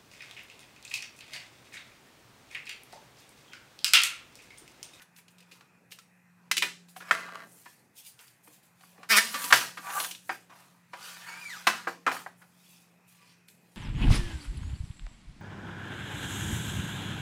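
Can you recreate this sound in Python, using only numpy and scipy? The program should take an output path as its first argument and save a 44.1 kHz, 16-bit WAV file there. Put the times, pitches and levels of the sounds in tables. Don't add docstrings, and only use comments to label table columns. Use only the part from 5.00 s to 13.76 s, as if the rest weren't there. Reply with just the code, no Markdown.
import sys
import numpy as np
from scipy import signal
from scipy.fft import rfft, irfft
from scipy.io import wavfile
from scipy.ndimage import uniform_filter1d

SR = 44100
rng = np.random.default_rng(int(sys.argv[2]) if len(sys.argv) > 2 else 0)


def to_linear_factor(level_db):
    exponent = np.asarray(level_db, float) / 20
    return 10 ** exponent


def materialize(psi):
    bounded = np.clip(np.atleast_2d(psi).T, -1, 1)
    quanta = np.round(bounded * 32767).astype(np.int16)
    wavfile.write(sys.argv[1], SR, quanta)


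N = 386316

# pitch_hz, level_db (per Hz)
HISS = [(1470, -30.5), (2500, -3), (3420, -4), (4990, -4), (5660, -6.5), (6470, -8.5), (7930, -11),
        (9330, -16), (10000, -16), (13000, -42), (22000, -120)]
# pitch_hz, level_db (per Hz)
FIZZ = [(3530, -40.5), (6000, -3.5), (8780, 0.5), (9640, 1.5), (15100, -1.5), (16200, -16.5),
        (16500, -37.5)]

# pitch_hz, level_db, t60_s
STOP_BLOCK = [(1051, 0, 0.027), (1556, -15, 0.053), (1981, -17, 0.05), (2460, -7.5, 0.047),
              (3246, -18, 0.3), (3950, -21.5, 0.2)]
OFFCUT_MODES = [(554, -26, 0.1), (1001, -33, 0.48), (1400, 0, 0.039), (1782, -9.5, 0.058),
                (2035, -28, 0.28), (2557, -8, 0.045), (3200, -14, .04)]
LONG_BOARD = [(657, -25, 0.24), (774, -20.5, 0.19), (974, -8.5, 0.14), (1168, -14, 0.15),
              (1572, -16.5, 0.43), (1766, 0, 0.086), (2288, -26.5, 5.0)]
SHORT_BOARD = [(790, 0, 0.074), (1357, -19, 0.16), (1580, -9, 0.1), (2024, -12, 0.069), (2417, -27, 0.24)]
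WIDE_BOARD = [(361, -16.5, 0.14), (860, -18.5, 0.75), (964, -6, 0.13), (1155, 1, 0.099),
              (1360, -12.5, 0.25), (1990, -15, 0.38), (2650, -9, 0.13)]
BOARD_END = [(347, -16, 5.0), (474, -5.5, 0.25), (791, 0, 0.14), (1130, 0, 0.12), (1610, -2, 0.086),
             (1873, -8, 0.1)]
BOARD_FLAT = [(592, -20, 0.13), (800, -5, 0.07), (960, -12, 0.07), (1170, -2, 0.047), (1310, -5, 0.06),
              (1561, -4, 0.061), (2062, -19, 0.15)]


def evened(x):
    return x / np.sqrt(np.mean(x ** 2) + 1e-20)


def read(points, hz):
    f, value = np.transpose(points)
    return np.interp(np.log(hz + 1), np.log(f + 1), value)


def colour(x, points):
    gain = to_linear_factor(read(points, np.fft.rfftfreq(len(x), 1 / SR)))
    return irfft(rfft(x) * gain, len(x))


def add(mix, s, sound):
    part = mix[round(s * SR):][:len(sound)]
    part += sound[:len(part)]


def columns(rows):
    s, *rest = np.transpose(rows)
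    t = np.arange(s[0], s[-1], 1 / SR)
    return s[0], [np.interp(t, s, c) for c in rest]


def resonate(x, hz, width):
    r = np.exp(-np.pi * width / SR)
    poles = [1, -2 * r * np.cos(2 * np.pi * hz / SR), r * r]
    return signal.lfilter([(1 - r * r) / 2, 0, (r * r - 1) / 2], poles, x)


def glide(x, hz, width):
    turn = np.exp(2j * np.pi * np.cumsum(hz) / SR)
    r = np.exp(-np.pi * width / SR)
    return evened((turn * signal.lfilter([1], [1, -2 * r, r * r], x / turn)).real)


def grit(size, per_s, spread_db):
    sizes = to_linear_factor(spread_db * np.minimum(rng.exponential(1, size), 4)) * rng.standard_normal(size)
    return evened(sizes * (rng.random(size) < per_s / SR))


def patchy(x, depth_db, size, bins, frames):
    z = signal.stft(x, nperseg=size)[2]
    field = uniform_filter1d(rng.standard_normal(z.shape[::-1]), frames, 0)
    field = evened(uniform_filter1d(field, bins, 1))
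    return evened(signal.istft(z * to_linear_factor(depth_db * field.T), nperseg=size)[1][:len(x)])


def knock(blow_db, ring_hz, crack_db, t60, thud_db, count=36):
    # pitch_hz, level_db (per Hz)
    wood_spectrum = [(290, -46.5), (500, -18.5), (792, -3.5), (892, -19.5), (960, -3.5), (1040, -4),
                     (1750, -4), (2180, -2), (4500, -3.5), (5850, -43), (9900, -120)]
    t = np.arange(SR // 4) / SR
    u = rng.random((count, 3))
    hz = 500 * 9 ** ((np.arange(count) + u[:, 0]) / count)
    best = abs(np.log(hz / ring_hz)).argmin()
    hz[best] = ring_hz

    soft = np.clip(-crack_db / 25, 0, 1.7)
    near_db = 8 / (1 + (np.log(hz / ring_hz) / 0.15) ** 2)
    near_db -= 24 * soft * np.maximum(np.log2(hz / 1800), 0)
    near_db -= 15 * max(1 - 2.5 * soft, 0) * np.maximum(np.log2(ring_hz / hz) - .5, 0)
    level_db = read(wood_spectrum, hz) + 10 * np.log10(hz / 1500) + near_db
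    life = np.maximum(t60, .01) * (0.44 + 0.14 * u[:, 1]) * (1500 / hz) ** 0.072
    life[best] *= 1 + 1.1 * max(1 - soft, 0)

    early = t[:SR // 7]
    fall = np.exp(np.float32(-np.log(1000) * early / life[:, None])) * to_linear_factor(level_db[:, None])
    waves = np.sin(np.float32(2 * np.pi * (hz[:, None] * early + u[:, 2:])))
    modes = np.zeros(len(t))
    modes[:len(early)] = (fall * waves).sum(0)
    modes *= 1 - np.exp(-t / (0.00018 + 0.00061 * soft))

    a, b = rng.standard_normal((2, len(t)))
    bright = evened(colour(a, HISS)) + to_linear_factor(.3 * crack_db - 8.5) * evened(colour(b, FIZZ))
    crack_fall = to_linear_factor(-60 * t / 0.028) + 0.56 * to_linear_factor(-60 * t / (1.2 * t60))
    crack = bright * crack_fall * (1 - np.exp(-t / 0.00065))

    thud = sum(np.sin(2 * np.pi * f * t) for f in rng.uniform(197, 560, 5)) * to_linear_factor(-60 * t / 0.12)
    boom = np.sin(2 * np.pi * 128 * t) * to_linear_factor(-60 * t / 0.14)
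    thud += to_linear_factor(1.3 * blow_db + 3.5) * boom
    thud *= 1 - np.exp(-t / 0.008)
    body = 1.22 * modes / abs(modes).max()
    return to_linear_factor(blow_db) * (body + to_linear_factor(crack_db - 4.0) * crack + to_linear_factor(thud_db - 1.5) * thud)


def scuffed(sound, rise_ms):
    climb = np.minimum(np.arange(1, len(sound) + 1) / (rise_ms * SR / 1000 + 1), 1)
    swelled = sound * np.sin(np.pi / 2 * climb) ** 2
    return swelled * abs(sound).max() / abs(swelled).max()


def knocks():
    # start_s, blow_db, ring_hz, crack_db and thud_db (over the blow)
    set_downs = [(1.622, -16.5, 2475, -7, -27), (2.003, -40, 1520, -9.5, -13),
                 (4.031, -38, 1175, -12, -33.5), (4.525, -2.5, 1623, -12, -31.5),
                 (5, -26.5, 1160, -6.5, -25), (5.293, -20, 787, -22, -25), (5.496, -53, 1160, -13, -9),
                 (6.669, -10.5, 1038, -11, -26.5), (7.065, -13.5, 1320, -20.5, -18.5),
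                 (7.115, -26.5, 721, -14, -37), (7.419, -47.5, 1500, -14, -24)]
    # start_s, blow_db, ring_hz, crack_db, thud_db
    clacks = [(0.987, -44.5, 1330, -1.5, -32), (1.513, -15.5, 2020, -2.5, -35),
              (1.568, -20, 2510, -1.5, -29), (1.579, -18.5, 2500, -2, -35), (2.11, -9.5, 1572, -16, -32),
              (2.115, -22.5, 1470, -32.5, -22), (3.474, -49, 614, -19.5, -8.5),
              (3.979, -48, 625, -33.5, -5), (4.441, -36, 1000, 5, -9), (5.046, -28.5, 1560, -2, -31),
              (5.111, -30, 2980, -1.5, -28), (5.149, -37.5, 3650, -4.5, -34),
              (6.671, -11.5, 2600, -8, -37.5), (7.076, -16, 1180, -23.5, -32),
              (7.166, -29.5, 1270, -27, -29), (7.262, -28.5, 784, -47, -42.5)]
    # start_s, blow_db, ring_hz, crack_db, rise_ms
    scuffs = [
        (1.961, -38, 750, -10.5, 4),
        (.51, -46, 2665, -4, 13),
        (.914, -46, 2800, -1, 5),
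        (2.654, -41, 980, -13, 11),
        (4.338, -26, 1160, -6, 10),
        (4.502, -22.5, 1160, -9, 7.6),
        (4.769, -31, 1187, -11.5, 11),
        (5.931, -33, 980, -15, 6.5),
        (6.869, -22, 1220, -25, 5.6),
    ]
    # start_s, blow_db, ring_hz, crack_db
    taps = [(0.019, -48.5, 1520, -3.5), (0.162, -62.5, 2900, 7), (0.185, -48.5, 2350, -5),
            (0.281, -53, 2860, 0), (0.383, -58, 2630, 4.5), (0.404, -54, 2570, 1.5), (0.426, -57, 2550, -2),
            (0.608, -48, 1380, -8), (1.884, -58.5, 880, 0), (3.191, -46.5, 3100, -2.5),
            (3.279, -68, 3100, 14), (3.808, -52, 760, -5), (3.834, -47.5, 1115, -24),
            (8.484, -55, 1825, 4.5)]
    flat_t60, held_t60, tap_t60 = 0.14, .07, 0.1
    rows = [(*r[:4], flat_t60, r[4], 0) for r in set_downs]
    rows += [(*r[:4], held_t60, r[4], 0) for r in clacks]
    rows += [(*r[:4], flat_t60, -20.5, r[4]) for r in scuffs]
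    rows += [(*r, tap_t60, -21, 0) for r in taps]
    return sorted(rows)


def strike(level_db, piece):
    t = np.arange(SR // 5) / SR
    hz, db, t60 = np.transpose(piece)[:, :, None]
    life = 0.74 * np.clip(t60, .02, .17)
    modes = to_linear_factor(level_db + db - 60 * t / life) * np.sin(2 * np.pi * hz * t)
    return modes.sum(0) * (1 - np.exp(-t / 0.00072))


def add_strikes(mix):
    # start_s, level_db, piece
    strikes = [
        (1.513, -26.5, STOP_BLOCK),
        (2.11, -12.5, OFFCUT_MODES),
        (4.525, -14.5, LONG_BOARD),
        (5.293, -27, SHORT_BOARD),
        (6.669, -21, WIDE_BOARD),
        (6.872, -29.5, BOARD_END),
        (7.066, -25, BOARD_FLAT),
    ]
    for s, *row in strikes:
        add(mix, s, strike(*row))


def ping(level_db, hz, t60):
    t = np.arange(SR // 3) / SR
    blur_hz = 90 * np.sqrt(hz / 2000)
    fuzz = glide(rng.standard_normal(len(t)), np.full(len(t), hz), blur_hz)
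    tone = .9 * np.sin(2 * np.pi * hz * t) + .35 * fuzz
    return to_linear_factor(level_db - 60 * t / t60) * tone * (1 - np.exp(-t / .002))


def add_pings(mix):
    # start_s, level_db, pitch_hz, t60_s
    pings = [(1.621, -23, 2400, 0.08), (4.181, -17.5, 1785, 0.1), (4.2, -38, 5050, .2),
             (4.352, -30, 1780, .12), (5.3, -46, 4850, 0.2), (2.664, -43.5, 1760, .1),
             (.992, -52, 1320, 0.07), (4.445, -38, 980, .25), (4.385, -39.5, 1160, .25),
             (1.579, -30, 2480, .12), (1.626, -42, 400, .15), (1.963, -42, 750, .07),
             (2.113, -36, 420, .08), (7.07, -42, 330, .15), (4.772, -40, 1170, .1), (5.295, -26, 800, .09),
             (6.797, -44, 1150, .08), (.918, -46, 2800, .04), (5.001, -36, 650, .05),
             (4.866, -40, 960, .12), (4.343, -33, 1160, .15), (2.225, -43, 2020, .1), (2.28, -41, 1180, .1),
             (5.51, -52, 1160, .12), (.188, -53, 2200, .05), (.612, -56, 1300, .07)]
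    for s, *row in pings:
        add(mix, s, ping(*row))


def add_ticks(mix):
    # start_s, blow_db, ring_hz, crack_db (over the blow)
    ticks = [(.908, -55, 2600, 0), (.945, -64, 3200, -4), (2.286, -37, 1200, -25), (4.378, -36, 2200, -16),
             (4.869, -33, 800, -15), (4.982, -30, 1170, -16), (7.14, -44, 2000, -14), (5.0, -27, 4200, -3),
             (5.037, -34, 3200, -1), (.921, -39.5, 2840, -3), (4.27, -39.5, 3500, 0),
             (4.442, -45, 4400, 12), (.163, -60, 2900, 6), (7.2, -48.5, 500, -25.5), (.75, -60, 850, -20),
             (4.902, -36, 1800, -6)]
    for s, *row in ticks:
        add(mix, s, knock(*row, .07, -39.5))


def rings(x):
    # pitch_hz, width_hz, level_db
    plank = [(980, 11, -5.5), (1160, 14, -2.5), (1790, 6.6, -3.5), (2250, 77, -10.5), (2440, 56, -11),
             (3690, 28, -10), (3850, 52, -19.5), (4640, 81, -12.5), (5050, 65, -11), (5490, 60, -12),
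             (5640, 50, -13), (6240, 36, -23)]
    return sum((-1) ** k * to_linear_factor(db) * resonate(x, hz, w) for k, (hz, w, db) in enumerate(plank))


def judder():
    # start_s, force_db, slips_per_s, hiss_db (over the drag), contact_hz
    drag = [
        (4.086, -52, 215, 2.5, 1700),
        (4.098, -33.5, 222, 0, 1650),
        (4.106, -23.5, 226, -3.5, 1600),
        (4.118, -21, 224, -3.5, 1950),
        (4.13, -19.5, 214, -5.5, 2250),
        (4.144, -21.5, 206, -9, 2700),
        (4.157, -23, 203, -6, 2400),
        (4.172, -18, 205, 0.5, 2000),
        (4.188, -18.5, 226, -4.5, 1771),
        (4.206, -40, 228, 0, 1800),
    ]
    # pitch_hz, width_hz, level_db
    fence_modes = [(1500, 700, -1), (2900, 560, -7.5), (4100, 370, -12), (5240, 600, -11),
                   (14100, 500, -16)]
    rocking_db = [-19.5, -22, -19, -23, -14, -14, -19, -18, -15, -17]
    s, (force_db, per_s, hiss_db, contact_hz) = columns(drag)
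    size = len(per_s)
    turns = np.cumsum(per_s) / SR
    slips = np.diff(np.floor(turns), prepend=0) * to_linear_factor(1.0 * rng.standard_normal(size))
    spray = (.3 + np.exp(-(turns % 1) / 0.34)) * rng.standard_normal(size)
    drive = evened(slips) + .42 * evened(spray)

    contact = glide(drive, contact_hz, 550)
    bend = (contact_hz / 2000) ** 0.16
    fence = sum(to_linear_factor(db) * glide(drive, hz * bend, w) for hz, w, db in fence_modes)
    fence = patchy(fence, 1.2, size=256, bins=3, frames=5)
    body = evened(.75 * contact + .6 * fence + .8 * evened(rings(drive)))
    body = signal.sosfilt(signal.butter(4, 880, "high", fs=SR, output="sos"), body)
    dust = evened(colour(spray, HISS)) + 1.2 * evened(colour(spray, FIZZ))
    flex = sum(to_linear_factor(db) * np.sin(2 * np.pi * (k + 1) * turns + k * k) for k, db in enumerate(rocking_db))
    sound = body + to_linear_factor(hiss_db - 7.0) * dust + flex
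    return s, to_linear_factor(force_db) * sound * signal.windows.tukey(size, .1)


def saw_marks(rows, overtones_db, clean):
    s, (hz, level_db) = columns(rows)
    wobble, flutter = (evened(uniform_filter1d(v, 200)) for v in rng.standard_normal((2, len(hz))))
    turns = np.cumsum(hz * (1 + .014 * wobble)) / SR
    grain = rng.standard_normal(len(hz))
    tone = np.zeros(len(hz))
    for k, db in enumerate(overtones_db, 1):
        pure = np.sqrt(2) * np.sin(2 * np.pi * k * turns)
        blurred = glide(grain, k * hz, k * 70)
        tone += to_linear_factor(db) * (clean / k * pure + (1 - clean / k) * blurred)
    return s, to_linear_factor(level_db + 2.2 * flutter) * tone * signal.windows.tukey(len(hz), .1)


def whine():
    # start_s, marks_per_s, level_db
    push = [(6.225, 1450, -61), (6.275, 2250, -57), (6.33, 2250, -51), (6.36, 2310, -58), (6.42, 2440, -55),
            (6.465, 2320, -47), (6.488, 2260, -51), (6.497, 2070, -45.5), (6.527, 1840, -50),
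            (6.548, 1500, -47), (6.59, 1040, -58)]
    overtones_db = [7, -4, -9, -12]
    return saw_marks(push, overtones_db, .6)


def creep():
    # start_s, marks_per_s, level_db
    push = [
        (6.0, 1350, -68),
        (6.04, 1540, -55),
        (6.07, 1500, -55.5),
        (6.12, 1470, -60),
        (6.17, 1530, -65),
        (6.2, 1500, -70),
    ]
    overtones_db = [0, -14, -3, -4, -21, -8, -13]
    return saw_marks(push, overtones_db, 0.18)


def rub():
    # start_s, level_db, pitch_hz
    edge_song = [
        (4.82, -52, 1130),
        (4.875, -39, 1160),
        (4.914, -35, 1160),
        (4.937, -46, 1170),
        (4.962, -35, 1160),
        (4.983, -28.5, 1190),
        (4.997, -39, 1160),
        (5.052, -47, 1160),
        (5.08, -55, 1160),
    ]
    # ratio, level_db
    partners = [(.69, -8.5), (.835, -11), (1.3, -12)]
    s, (level_db, hz) = columns(edge_song)
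    grain = rng.standard_normal(len(hz))
    steady = np.sqrt(2) * np.sin(2 * np.pi * np.cumsum(hz) / SR)
    tone = .6 * steady + .4 * glide(grain, hz, 110)
    tone += sum(to_linear_factor(db) * glide(grain, ratio * hz, 90) for ratio, db in partners)
    return s, to_linear_factor(level_db) * tone * signal.windows.tukey(len(hz), .1)


def coast(rows, body, broad):
    s, (level_db,) = columns(rows)
    drive = grit(len(level_db), 1500, 4)
    tones = sum(to_linear_factor(db) * evened(resonate(drive, hz, w)) for hz, w, db in body)
    wide = glide(drive, np.full(len(drive), body[1][0] * 1.15), 700)
    sound = evened(evened(tones) + broad * wide)
    return s, to_linear_factor(level_db) * sound * signal.windows.tukey(len(drive), .05)


def skid():
    # start_s, level_db
    path = [
        (2.115, -36),
        (2.16, -40),
        (2.24, -43),
        (2.29, -45),
        (2.32, -48),
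        (2.35, -45),
        (2.44, -52),
        (2.48, -68),
        (2.52, -75),
    ]
    # pitch_hz, width_hz, level_db
    offcut = [(668, 28, -6), (1167, 44, -0.5), (1390, 56, -1), (1600, 48, -2), (1780, 41, -3.5),
              (2002, 29, -3.5), (2570, 34, -13), (2830, 66, -17), (3870, 74, -13)]
    return coast(path, offcut, 0.53)


def rumble():
    # start_s, level_db
    path = [
        (2.12, -63),
        (2.3, -62.5),
        (2.46, -57.5),
        (2.55, -70),
        (2.62, -76.5),
    ]
    # pitch_hz, width_hz, level_db
    bench = [(260, 120, -1), (403, 150, -1.5), (560, 150, -5)]
    return coast(path, bench, .1)


def swell(s, level_db, rise_ms, fall_ms, roundness):
    late_ms = 1000 * (np.arange(0, N, 64) / SR - s)
    span = np.where(late_ms < 0, rise_ms, fall_ms)
    return to_linear_factor(2 * np.maximum(level_db - 20 * (abs(late_ms) / span) ** roundness, -130))


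def controls():
    # start_s, scrape_db, fall_ms (20 dB), fizz_db (over the scrape), centre_hz
    settles = [(0.0, -58, 80, -15, 1754), (1.63, -35, 85, -9.5, 1810), (2.008, -50, 202.5, -18, 1360),
               (2.12, -37.5, 150, -14, 1900), (4.2, -35.5, 220.5, -4.5, 1849),
               (4.535, -22, 110, -5.5, 1606), (5.301, -35.5, 64.5, -24, 1580),
               (5.503, -54, 299.5, -22, 1138), (5.942, -51, 499.5, -27.5, 1178),
               (6.68, -28.5, 131.5, -15.5, 1494), (6.88, -38.5, 80, -14, 1001),
               (7.074, -31, 120.5, -26, 1214), (7.27, -54, 59, -34, 958)]
    # peak_s, scrape_db, rise_ms and fall_ms (20 dB), centre_hz
    slides = [
        (2.096, -46, 50.5, 49, 1332),
        (4.37, -38, 59.5, 97.5, 1542),
        (4.44, -39.5, 30, 101, 1461),
        (4.91, -42.5, 137.5, 149.5, 1500),
        (5.0, -40.5, 121.5, 120, 1188),
        (6.056, -50, 120, 300, 1499),
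        (6.3, -46.5, 154, 298.5, 1537),
        (6.6, -50.5, 299, 149, 1500),
    ]
    # peak_s, scrape_db, rise_ms, fall_ms, centre_hz
    shifts = [(.184, -63, 60, 71, 2210), (.5, -68, 401.5, 500, 1281), (1.47, -70, 200.5, 100.5, 1109),
              (2.68, -68.5, 59.5, 201, 1217), (3.21, -60, 40, 98.5, 1517), (3.479, -64, 31, 80.5, 615),
              (3.816, -67.5, 59.5, 200.5, 1080), (4.02, -60, 138.5, 101, 727), (6.295, -51, 24.5, 51, 490),
              (7.423, -63.5, 30, 72, 1313), (8.22, -65, 249.5, 299.5, 2398)]
    # peak_s, fizz_db, rise_ms, fall_ms, hiss_db (over the fizz)
    rustles = [(.02, -59.5, 9, 34, -13), (0.182, -57, 30, 46, -20), (.31, -69, 15, 70, -13),
               (.53, -67, 52, 144, 0), (.925, -56, 21, 60, -11), (1.0, -68, 40, 110, -19),
               (1.893, -59, 14, 74, -4.5), (1.971, -56, 18, 103, -3), (2.576, -58, 252, 249, -13),
               (2.699, -64.5, 152, 150, 1), (2.983, -48.5, 29, 67, -6), (3.066, -50, 41, 76, -4.5),
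               (3.209, -59, 45, 200, -5.5), (3.45, -60.5, 31, 133.5, -9), (3.54, -60.5, 71.5, 93, -4),
               (3.634, -65.5, 19.5, 129, -5.5), (3.83, -63.5, 93, 303, -2.5),
               (7.383, -65.5, 21.5, 198.5, -17), (7.72, -63, 293, 250.5, 0), (8.085, -62, 20.5, 197.5, -6),
               (8.316, -74.5, 300, 119, 9.5), (8.484, -60.5, 9, 128, -16), (8.75, -72.5, 300.5, 101, 0.5)]
    # peak_s, fizz_db, rise_ms, fall_ms, hiss_db (over the fizz)
    sweeps = [
        (4.23, -47, 43, 119.5, 7.5),
        (4.432, -38, 200, 119.5, -6),
        (4.495, -41, 111, 99, -4.5),
        (5.008, -35.5, 174.5, 134, -8.5),
        (5.285, -57.5, 120, 51, -8),
        (6.056, -53, 126.5, 401, 4.5),
        (6.524, -56.5, 351, 399.5, 5),
        (7.124, -45, 14, 135, -0.5),
        (5.325, -58, 25, 150, -4),
        (5.56, -64, 60, 300, 0),
    ]
    wood = [(swell(s, db, 8, fall, 0.89), fizz_db, hz) for s, db, fall, fizz_db, hz in settles]
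    wood += [(swell(*row, 1.4), -17.5, hz) for *row, hz in slides + shifts]
    cloth = [(swell(*row, 1.2), hiss_db) for *row, hiss_db in rustles + sweeps]

    scrape = sum(p for p, _, _ in wood)
    centre_hz = sum(p * hz for p, _, hz in wood) / scrape
    hiss = sum(p * to_linear_factor(2 * 0.55 * db) for p, db, _ in wood)
    hiss = hiss + sum(p * to_linear_factor(2 * db) for p, db in cloth)
    fizz = sum(p * to_linear_factor(2 * db) for p, db, _ in wood) + sum(p for p, _ in cloth)
    slow = np.sqrt(scrape), np.sqrt(hiss), np.sqrt(fizz), centre_hz
    return [np.interp(np.arange(N), np.arange(0, N, 64), c) for c in slow]


def strokes():
    # pitch_hz, level_db (per Hz)
    scrape_spectrum = [(150, -48.5), (300, -8.5), (800, -2), (3000, -6), (4500, -30)]
    scrape_gain, hiss_gain, fizz_gain, centre_hz = controls()
    size = len(centre_hz)
    catches = evened(colour(grit(size, 5000, 2.5), scrape_spectrum))
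    scrape = evened(glide(catches, centre_hz, 1200) + 0.74 * catches + 0.71 * evened(rings(catches)))
    scrape = patchy(scrape, 3, size=1024, bins=1, frames=14)
    hiss = patchy(colour(grit(size, 8300, 1.5), HISS), 3, size=512, bins=4, frames=8)
    fizz = patchy(colour(grit(size, 9000, 1.5), FIZZ), 2.5, size=512, bins=8, frames=6)
    flicker = to_linear_factor(1.0 * evened(uniform_filter1d(rng.standard_normal(size), 500)))
    return 0, flicker * (scrape_gain * scrape + hiss_gain * hiss + fizz_gain * fizz)


def hall(x):
    # pitch_hz, t60_s
    decay = [(200, 0.74), (1000, 0.11), (3000, 0.33), (8000, 0.43), (16000, 0.047)]
    taps = np.zeros(SR)
    at = np.arange(200, SR - 20, 20)
    taps[at + rng.integers(0, 20, len(at))] = rng.choice([-1., 1.], len(at))
    hz, t, z = signal.stft(taps, SR, nperseg=256)
    tail = signal.istft(z * to_linear_factor(-60 * t / read(decay, hz)[:, None]), SR, nperseg=256)[1]
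    return signal.fftconvolve(x, tail / np.linalg.norm(tail))[:N]


def workshop():
    # pitch_hz, level_db (per Hz)
    air_spectrum = [(18, -59.5), (30, -33), (176, -7.5), (223, -9.5), (291, -14), (694, -18), (835, -15),
                    (1090, -18.5), (1940, -16), (3380, -30.5), (12000, -33.5), (15200, -37.5), (16500, -50)]
    # pitch_hz, width_hz, level_db
    fan = [(173.4, 6.7, -81.5), (121, 47, -74), (181, 37, -85)]
    # start_s, level_db
    hum_curve = [(0.0, -72), (0.41, -65), (0.78, -73), (1.61, -60), (2.44, -62), (2.95, -92), (3.9, -68.5),
                 (4.61, -59.5), (5.5, -70), (6.8, -61.5), (8.76, -71.5)]
    # start_s, level_db
    draught = [
        (0, -76),
        (1.0, -79),
        (1.4, -83),
        (2.6, -84),
        (7.6, -84),
        (8.0, -78),
        (8.45, -77),
        (8.76, -82),
    ]
    t = np.arange(N) / SR
    waver = evened(uniform_filter1d(rng.standard_normal(N), 6000))
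    tone = np.sqrt(2) * np.sin(2 * np.pi * np.cumsum(176.4 + 1.5 * waver) / SR)
    tone *= to_linear_factor(np.interp(t, *np.transpose(hum_curve)))
    hum = np.zeros(N)
    for hz, w, db in fan:
        hum += to_linear_factor(db) * evened(resonate(resonate(rng.standard_normal(N), hz, w), hz, w))
    noise = rng.standard_normal(N)
    whistle = evened(resonate(resonate(noise, 2500, 350), 2500, 350))
    whistle *= to_linear_factor(np.interp(t, *np.transpose(draught)) + 2 * waver)
    air = to_linear_factor(-67.5) * patchy(colour(noise, air_spectrum), 2, size=1024, bins=14, frames=16)
    return air + hum + tone + whistle


def scene():
    wood = np.zeros(N)
    for s, *row, rise_ms in knocks():
        add(wood, s, scuffed(knock(*row), rise_ms))
    add_strikes(wood)
    add_pings(wood)
    add_ticks(wood)
    for source in (judder, whine, creep, rub, skid, rumble, strokes):
        add(wood, *source())
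    return (wood + to_linear_factor(-10.5) * hall(wood) + workshop())[None]


def top_cut(x):
    return signal.sosfilt(signal.butter(12, 16500, fs=SR, output="sos"), x)


def record(dry):
    x = signal.sosfilt(signal.butter(3, 90, "high", fs=SR, output="sos"), dry)
    ceiling = .93
    over = np.maximum(abs(x) - ceiling / 2, 0)
    x = np.sign(x) * (abs(x) - over + ceiling / 2 * np.tanh(2 * over / ceiling))
    return top_cut(x)


dry = scene()
out = record(dry)
materialize(out)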